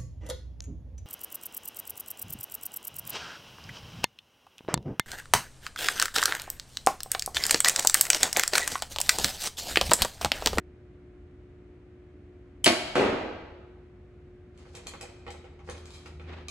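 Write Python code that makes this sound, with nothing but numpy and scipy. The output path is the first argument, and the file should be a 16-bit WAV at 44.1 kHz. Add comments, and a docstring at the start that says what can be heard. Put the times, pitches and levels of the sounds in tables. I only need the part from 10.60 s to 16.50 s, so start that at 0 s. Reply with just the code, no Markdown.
"""First comes the rumble of ventilation and the hum of mains power in a large workshop.
About 2 s in, a compound bow is shot close by: the release (the clasp holding the string) clicks open,
the string slaps home, and the limbs (the bow's springy arms) thump and ring. 0.3 s later the arrow
thuds into a far target and fills the hall with echoes. Then the archer's gear ticks, knocks and
rustles while a low drone swells."""
import sys
import numpy as np
from scipy import signal
from scipy.fft import rfft, irfft
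from scipy.io import wavfile

SR = 44100
rng = np.random.default_rng(int(sys.argv[2]) if len(sys.argv) > 2 else 0)


def output_pcm(signal):
    """Save a mono or channel-first signal as 16-bit PCM at the path in sys.argv[1].

    Samples are clipped to [-1, 1] before scaling.
    """
    pcm = np.clip(np.atleast_2d(signal).T, -1, 1) * 32767
    wavfile.write(sys.argv[1], SR, np.round(pcm).astype(np.int16))


N = 260190


def undb(db):
    """Turn decibels (dB) into a gain. Levels in this file are relative: later steps scale them."""
    return 10 ** (np.asarray(db) / 20)


def at_hz(points, hz):
    """Read a curve between its points, giving every octave equal room."""
    f, value = np.transpose(points)
    return np.interp(np.log(np.maximum(hz, 1)), np.log(f), value)


def colour(x, points, size=4096):
    """Make some frequencies louder and others softer."""
    cepstrum = irfft(np.log(undb(at_hz(points, np.fft.rfftfreq(size, 1 / SR)))))
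    # fold the filter forward in time, so nothing sounds before the hit
    cepstrum[1:size // 2] *= 2
    cepstrum[size // 2 + 1:] = 0
    return signal.fftconvolve(x, irfft(np.exp(rfft(cepstrum))))[:N]


def wash(points):
    """Noise from all around, as mid (what left and right share) and side (how they differ)."""
    gain = undb(at_hz(points, np.fft.rfftfreq(N, 1 / SR)))
    noise = irfft(rfft(rng.standard_normal((2, N))) * gain, N)
    return noise / noise.std()


def wander(turns_per_s):
    """A random drift around zero, about 1 in size."""
    knots = rng.standard_normal(400)
    return np.interp(np.arange(N) / SR * turns_per_s, np.arange(len(knots)), knots)


def unit(x):
    """Scale to an energy of 1."""
    return x / np.sqrt(np.sum(x ** 2, axis=-1, keepdims=True))


def contacts(rows, points, size=4096, even_passes=3):
    """Each hit is a short chatter of force, coloured by the thing it strikes."""
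    force, t = np.zeros(N + size), np.arange(size) / SR
    for (s, db, t60, *_), grit in zip(rows, rng.standard_normal((len(rows), size))):
        fade = undb(-60 * t / max(t60, .002))  # t60 is the fade time: seconds to drop 60 dB
        for _ in range(even_passes):  # a hard hit drives all frequencies alike
            spectrum = rfft(grit * fade)
            even = irfft(spectrum / np.abs(spectrum))
            grit = np.clip(even / (fade * unit(fade)[0] + 1e-12), -3, 3)
        start = min(int(s * SR), N)
        force[start:start + size] += undb(db) * unit(grit * fade)
    return colour(force[:N], points)


def resonate(force, modes):
    """A force shakes a small part at its modes, the pitches it naturally rings at."""
    hz = np.maximum(np.fft.rfftfreq(N, 1 / SR), 1)
    response = sum(undb(db) / (1 + 1j * (hz ** 2 - f ** 2) / (hz * width)) for f, width, db in modes)
    return irfft(rfft(force) * response, N)


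def ring(start_s, modes, rise_s, size=32768):
    """A struck part rings with pure tones that die away."""
    t, start = np.arange(size) / SR, int(start_s * SR)
    tones = sum(undb(db - 60 * t / t60) * np.sin(2 * np.pi * hz * t) for hz, db, t60 in modes)
    return np.pad(tones * (1 - np.exp(-t / rise_s)), (start, N))[:N]


def jolts(start_s, db, t60, gap_s, growth, loss_db, count):
    """List a run of ever weaker hits; each gap is `growth` times the one before."""
    k = np.arange(count)
    gaps = gap_s * growth ** k
    starts = start_s + np.cumsum(gaps) - gaps
    return [(s, level, t60) for s, level in zip(starts, db - loss_db * k)]


def bounced(rows):
    """A small loose part bounces once, more softly, after each hit."""
    return [hit for row in rows for hit in jolts(*row, gap_s=.017, growth=1, loss_db=11, count=2)]


def reflections(t60_points, build_s, size=65536):
    """Dense echoes without the highest treble build up, then die at each octave's own rate."""
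    t, hz = np.arange(size) / SR, np.fft.rfftfreq(size, 1 / SR)
    treble_cut = 1 / (1 + (hz / 13000) ** 30)
    noise, echoes = treble_cut * rfft(rng.standard_normal((2, size))), 0
    octave = np.log2(np.clip(hz, 62.5, 16000) / 62.5)
    for k in range(9):
        band = irfft(noise * np.maximum(1 - np.abs(octave - k), 0))
        echoes = echoes + band * undb(-60 * t / at_hz(t60_points, 62.5 * 2 ** k))
    return unit(echoes * (1 - np.exp(-t / build_s)))


# How long the hall echoes. Each row: frequency in Hz, fade time in seconds.
HALL_FADE = [(60, 1.6), (250, 0.89), (600, 1.207), (2000, 1.073), (4000, 1.02), (8000, 0.61), (16000, 0.44)]

def in_hall(x, direct_db, early_db, late_db, early_t60, build_s):
    """Sound arrives directly, then off nearby surfaces, then as the hall's long tail."""
    early = reflections([(60, early_t60), (16000, early_t60)], build_s=.0047)
    echoes = undb(early_db) * early + undb(late_db) * reflections(HALL_FADE, build_s)
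    hz = np.fft.rfftfreq(N, 1 / SR)
    # the right microphone hears it first; below about 600 Hz both hear nearly the same
    side = irfft(-1j * hz / np.hypot(hz, 600.5) * rfft(x), N)
    return undb(direct_db) * np.array([x, side]) + signal.fftconvolve(x[None], echoes, axes=1)[:, :N]


# The rumble of moving air. Each row: frequency in Hz, level in dB.
AIR_COLOUR = [(18, -37), (30, -24.5), (42, -6), (65, -2), (105, -6), (180, -13.5), (300, -14), (430, -21.5),
              (620, -27.5), (950, -33.7), (1450, -32.7), (2200, -35), (4500, -50.5), (8000, -59),
              (16000, -68.5)]
# Steady machine tones. Each row: pitch in Hz, level in dB.
HUM_TONES = [(80.7, -60), (279.9, -79.5), (360.2, -55.5), (419.9, -73), (479.5, -74.5), (599, -74),
             (720.5, -76.5)]
MID_ONLY = np.array([[1], [0]])

def machines(drone_hz=79, drone_full_s=5.59, rise_db_per_s=11):
    """Ventilation rumbles, mains power hums, and a low drone swells and stays."""
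    t = np.arange(N) / SR
    air = undb(-52.2) * wash(AIR_COLOUR)
    hum = sum(undb(db - wander(11)) * np.sin(2 * np.pi * hz * t + .12 * wander(2.8))
              for hz, db in HUM_TONES)
    swell_db = -46.5 - rise_db_per_s * np.maximum(drone_full_s - t, 0)
    phase = 2 * np.pi * drone_hz * t + 1.1 * wander(11)
    drone = undb(swell_db + 2.5 * wander(9)) * (np.sin(phase) + undb(-12) * np.sin(2 * phase))
    return air + np.sqrt(2) * (hum + drone) * MID_ONLY


def wavering_hum(hz=287.5, drift_hz=14, fade_from_s=1.8, fade_db_per_s=20):
    """A faint low tone drifts in pitch and level, then fades."""
    t = np.arange(N) / SR
    phase = 2 * np.pi * np.cumsum(hz + drift_hz * wander(2.2)) / SR + .8 * wander(25)
    db = -63.5 + 3 * wander(6.1) - fade_db_per_s * np.maximum(t - fade_from_s, 0)
    return np.sqrt(2) * undb(db) * np.sin(phase) * MID_ONLY


# Arm movements. Each row: start in seconds, length in seconds, rub level in dB, swish level in dB.
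ARM_STROKES = [(3.938, .12, -56, -65.5), (4.045, 0.23, -70, -63), (4.68, 0.11, -74, -66),
               (5.034, 0.14, -57, -57.5), (5.234, 0.24, -55, -61.5), (5.645, 0.12, -42, -76)]
# The cloth's low rub and high swish. Each row: frequency in Hz, level in dB.
RUB_SOUND = [(100, -18), (220, 14), (450, 10.5), (900, 5), (2400, 2), (4000, -5), (8000, -27.5),
             (16000, -50)]
SWISH_SOUND = [(500, -6), (2500, 14), (4500, 22.5), (7500, 15), (10000, 10.5), (16000, -15)]

def cloth(rise_s=.056, fall_s=.086, level_db=-5):
    """Shirt and pouch rub unevenly; each stroke builds up, holds and dies away."""
    t, rub, swish = np.arange(N) / SR, 0, 0
    for s, length_s, rub_db, swish_db in ARM_STROKES:
        stroke = np.clip((t - s) / rise_s, 0, 1) * np.exp(-np.maximum(t - s - length_s, 0) / fall_s)
        rub = np.hypot(rub, undb(rub_db) * stroke)
        swish = np.hypot(swish, undb(swish_db) * stroke)
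    return (rub * wash(RUB_SOUND) + swish * wash(SWISH_SOUND)) * undb(level_db + 2 * wander(65))


# Gear knocking. Each row: start in seconds, edge level in dB, wait for the bump in seconds,
# bump level in dB, bump pitch in Hz.
GEAR_KNOCKS = [(4.054, -47.5, 0.013, -48, 540), (4.144, -45, 0.029, -37, 625), (4.264, -37, .018, -49, 594),
               (4.337, -34, .012, -49, 590), (4.408, -36.5, 0.021, -33.5, 574),
               (4.666, -34, .013, -30.5, 477), (4.843, -42.5, .012, -45.5, 610),
               (4.992, -43.5, 0.015, -49, 780), (5.076, -41.5, 0.013, -31, 490),
               (5.145, -47, 0.00297, -41, 436), (5.457, -42.5, 0.0027, -37.5, 427),
               (5.597, -39.5, 0.019, -41, 452)]
# The dull sound of a knock. Each row: frequency in Hz, level in dB.
KNOCK_SOUND = [(50, -7), (140, -6.5), (230, 1.5), (330, -5), (450, 4), (600, -2), (780, -2), (1000, -7.5),
               (1400, -8.5), (2400, -7), (4000, -20), (8000, -32), (16000, -56)]

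def gear(edge_hz=1330, hollow_db=-31, hollow_t60=.019):
    """Heavier gear lands edge first, bumps down and rocks to rest; each hit rings hollow."""
    hits = []
    for s, edge_db, lag_s, bump_db, hz in GEAR_KNOCKS:
        bumps = jolts(s + lag_s, bump_db, t60=.015, gap_s=.024, growth=1.6, loss_db=5.5, count=3)
        hits += [(s, edge_db, .014, edge_hz)] + [(*bump, hz) for bump in bumps]
    hollow = sum(ring(s, [(hz, db + hollow_db, hollow_t60)], rise_s=.0013, size=4096)
                 for s, db, _, hz in hits)
    knocks = contacts(hits, KNOCK_SOUND, even_passes=0) + hollow
    return in_hall(knocks, direct_db=26.5, early_db=27, late_db=22, early_t60=.094, build_s=.0033)


# Ticks and clinks. Each row: start in seconds, level in dB, fade time in seconds.
FITTING_TICKS = [(3.9762, -52.5, .007), (4.151, -35, 0.043), (4.2696, -28.5, 0.013), (4.338, -48, .01),
                 (4.4114, -32, 0.013), (4.7052, -38, 0.013)]
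CLASP_CLINKS = [(5.0984, -32.5, 0.017), (5.1786, -45.5, .02), (5.2567, -43, 0.0027), (5.3052, -42, 0.015),
                (5.335, -38.5, 0.23), (5.4596, -44, 0.039), (5.8841, -28.5, 0.018)]
# The tap that starts both. Each row: frequency in Hz, level in dB.
TAP_SOUND = [(100, -35), (700, 5.5), (1500, -10), (2500, -7), (3200, -1.5), (4200, -6), (5300, -5),
             (7500, -6), (10000, -10), (16000, -11.5)]
# How the fittings and the release ring. Each row: pitch in Hz, width in Hz (wider dies sooner),
# level in dB.
FITTING_RING = [(1304, 110, -1), (2000, 190, 3), (2410, 360, 2.5), (3100, 210, 0), (3810, 510, -2.5),
                (4305, 130, 3.5), (4970, 210, -1.5), (5600, 150, -1.5), (6290, 360, 1), (7230, 300, -1),
                (7780, 230, -1.5), (8700, 220, -4), (9500, 120, -16), (10800, 190, -17)]
CLASP_RING = [(1240, 200, 0.5), (1530, 43, -28), (2390, 190, 7), (3180, 220, 0.5), (3420, 200, -7),
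              (3890, 380, 2), (4290, 150, 0), (4980, 120, 1.5), (5150, 170, -4.5), (6130, 210, -1.5),
              (7040, 830, -8.5), (7900, 230, -9), (8890, 620, -13)]

def small_parts():
    """Fittings tick as the bow is lowered; the release clinks against belt and pouch."""
    # loose parts chatter unevenly, so every tick favours other pitches
    fittings = resonate(contacts(bounced(FITTING_TICKS), TAP_SOUND, even_passes=0), FITTING_RING)
    clasp = resonate(contacts(bounced(CLASP_CLINKS), TAP_SOUND, even_passes=0), CLASP_RING)
    parts = fittings + clasp
    return in_hall(parts, direct_db=26.5, early_db=26, late_db=20.5, early_t60=.18, build_s=.012)


# The point piercing the target. Each row: start in seconds, level in dB, fade time in seconds.
PIERCE_HIT = [(2.3542, 14, .025)]
# The sharp piercing and the deep thud. Each row: frequency in Hz, level in dB.
PIERCE_SOUND = [(200, -7), (700, 1.5), (1400, 6), (2200, -4.5), (4000, -17), (9000, -24.5), (16000, -32.5)]
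THUD_SOUND = [(35, -19), (80, -13.5), (120, -11), (170, -11.5), (230, -3.5), (330, 2.5), (450, -1),
              (700, -8), (1100, -14), (1500, -14.5), (2400, -16), (4000, -25), (6000, -35), (10000, -43.5),
              (16000, -59)]

def target():
    """The arrow hits far away; floor and walls return the thud over ever longer paths."""
    arrivals = jolts(start_s=2.356, db=26, t60=.028, gap_s=.006, growth=1.38, loss_db=.82, count=7)
    thud = contacts(arrivals, THUD_SOUND) + contacts(PIERCE_HIT, PIERCE_SOUND)
    return in_hall(thud, direct_db=-6.5, early_db=-7, late_db=-4.5, early_t60=.13, build_s=.013)


# The jaw opening and the arrow sliding off. Each row: start in seconds, level in dB,
# fade time in seconds.
RELEASE_CLICKS = [(2.0415, -1.5, 0.02), (2.0432, 3.5, 0.01), (2.0444, 11, 0.0048), (2.049, 1.5, .06)]
# Their bright sound. Each row: frequency in Hz, level in dB.
CLICK_SOUND = [(100, -13.5), (600, -13), (1500, -13), (2700, -4), (3100, 4.5), (3550, -6.5), (5500, -6.5),
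               (7200, 0), (8200, -2.5), (9600, -1), (12000, -6.5), (16000, -5.5)]
# The jaw's ping. Each row: pitch in Hz, level in dB, fade time in seconds.
JAW_TONES = [(3082, -10.5, 0.015), (6710, -20.5, 0.009)]

def release():
    """The release's jaw clicks open and pings as it lets the string go."""
    click = contacts(RELEASE_CLICKS, CLICK_SOUND)
    click = in_hall(click, direct_db=-2, early_db=-6, late_db=-7, early_t60=.2, build_s=.026)
    ping = ring(start_s=2.0435, modes=JAW_TONES, rise_s=.00055)
    return click + in_hall(ping, direct_db=-1, early_db=-11.5, late_db=-18, early_t60=.15, build_s=.02)


# The string and cams (the bow's pulleys) slapping their stops. Each row: start in seconds,
# level in dB, fade time in seconds.
STRING_SLAPS = [(2.0602, 20, 0.015), (2.0622, 14.5, 0.026), (2.0645, 24, 0.032), (2.077, 22, 0.044)]
# The sharp slap and the low thump of the recoil. 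Each row: frequency in Hz, level in dB.
SLAP_SOUND = [(100, -18.5), (600, -14), (1300, -12), (2200, -1), (3000, -3.5), (3600, -6.5), (4500, -2.5),
              (5600, -11.5), (7500, -18.5), (11000, -22.5), (12200, -21.5), (13200, -52)]
RECOIL_SOUND = [(40, -21.5), (140, -10.5), (240, -2.5), (350, 1.5), (450, -10.5), (680, 3.5), (950, -7),
                (1500, -7), (2500, -19), (6000, -32), (16000, -56)]
# The bow's ringing. Each row: pitch in Hz, level in dB, fade time in seconds.
BOW_TONES = [(242.3, -6, 0.32), (339, -1, .36), (490, -8, 0.079), (641, -9, .28), (749, -9.5, 0.12),
             (1107, -12.5, 0.31), (1864, -16, .2), (2194, -10.5, 0.27), (2100, -18, .2), (2430, -18, 0.6),
             (2520, -14.5, 0.36), (3110, -8.5, 0.14), (4070, -17.5, .3), (4265, -24.5, .3),
             (4200, -23.5, .3), (5070, -25, 0.32)]

def bow():
    """The string slaps home, limbs and handle recoil in a run of jolts, and the bow rings on."""
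    recoil = jolts(start_s=2.0655, db=27, t60=.036, gap_s=.0046, growth=1.5, loss_db=2.5, count=6)
    shot = contacts(STRING_SLAPS, SLAP_SOUND) + contacts(recoil, RECOIL_SOUND)
    shot = in_hall(shot, direct_db=-3, early_db=-10.5, late_db=-14.5, early_t60=.25, build_s=.017)
    limbs = undb(-21.5) * ring(start_s=2.068, modes=BOW_TONES, rise_s=.0032)
    return shot + in_hall(limbs, direct_db=4, early_db=-8.5, late_db=-18.5, early_t60=.21, build_s=.02)


# How alike the two microphones sound. Each row: frequency in Hz, likeness from -1 (opposite) to 1 (same).
MIC_LIKENESS = [(50, .999), (130, .99), (300, .89), (550, .58), (950, .38), (1400, .55), (2300, .42),
                (3400, -.05), (4200, .25), (5200, -.2), (7100, .72), (10000, 0), (11600, -.6),
                (12600, -.995)]
# Which one is louder. Each row: frequency in Hz, left level minus right level in dB.
MIC_BALANCE = [(100, 0), (250, 1), (1000, -0.5), (2000, -0.3), (4000, 1.6), (8000, .5)]

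def scene():
    """All sources reach a phone's two close microphones; mid and side become left and right."""
    archery = release() + bow() + target() + small_parts() + gear() + cloth()
    mid, side = rfft(archery + machines() + wavering_hum())
    hz = np.fft.rfftfreq(N, 1 / SR)
    alike = np.clip(at_hz(MIC_LIKENESS, hz), -.999, .999)
    mid, side = mid * np.sqrt((1 + alike) / 2), side * np.sqrt((1 - alike) / 2)
    lean = undb(at_hz(MIC_BALANCE, hz) / 2)
    return irfft(np.array([(mid + side) * lean, (mid - side) / lean]), N)


def record(dry):
    """The phone cuts the treble above 16000 Hz."""
    return signal.sosfilt(signal.ellip(8, .2, 70, 16000, fs=SR, output="sos"), dry)


dry = scene()
out = record(dry)
output_pcm(out)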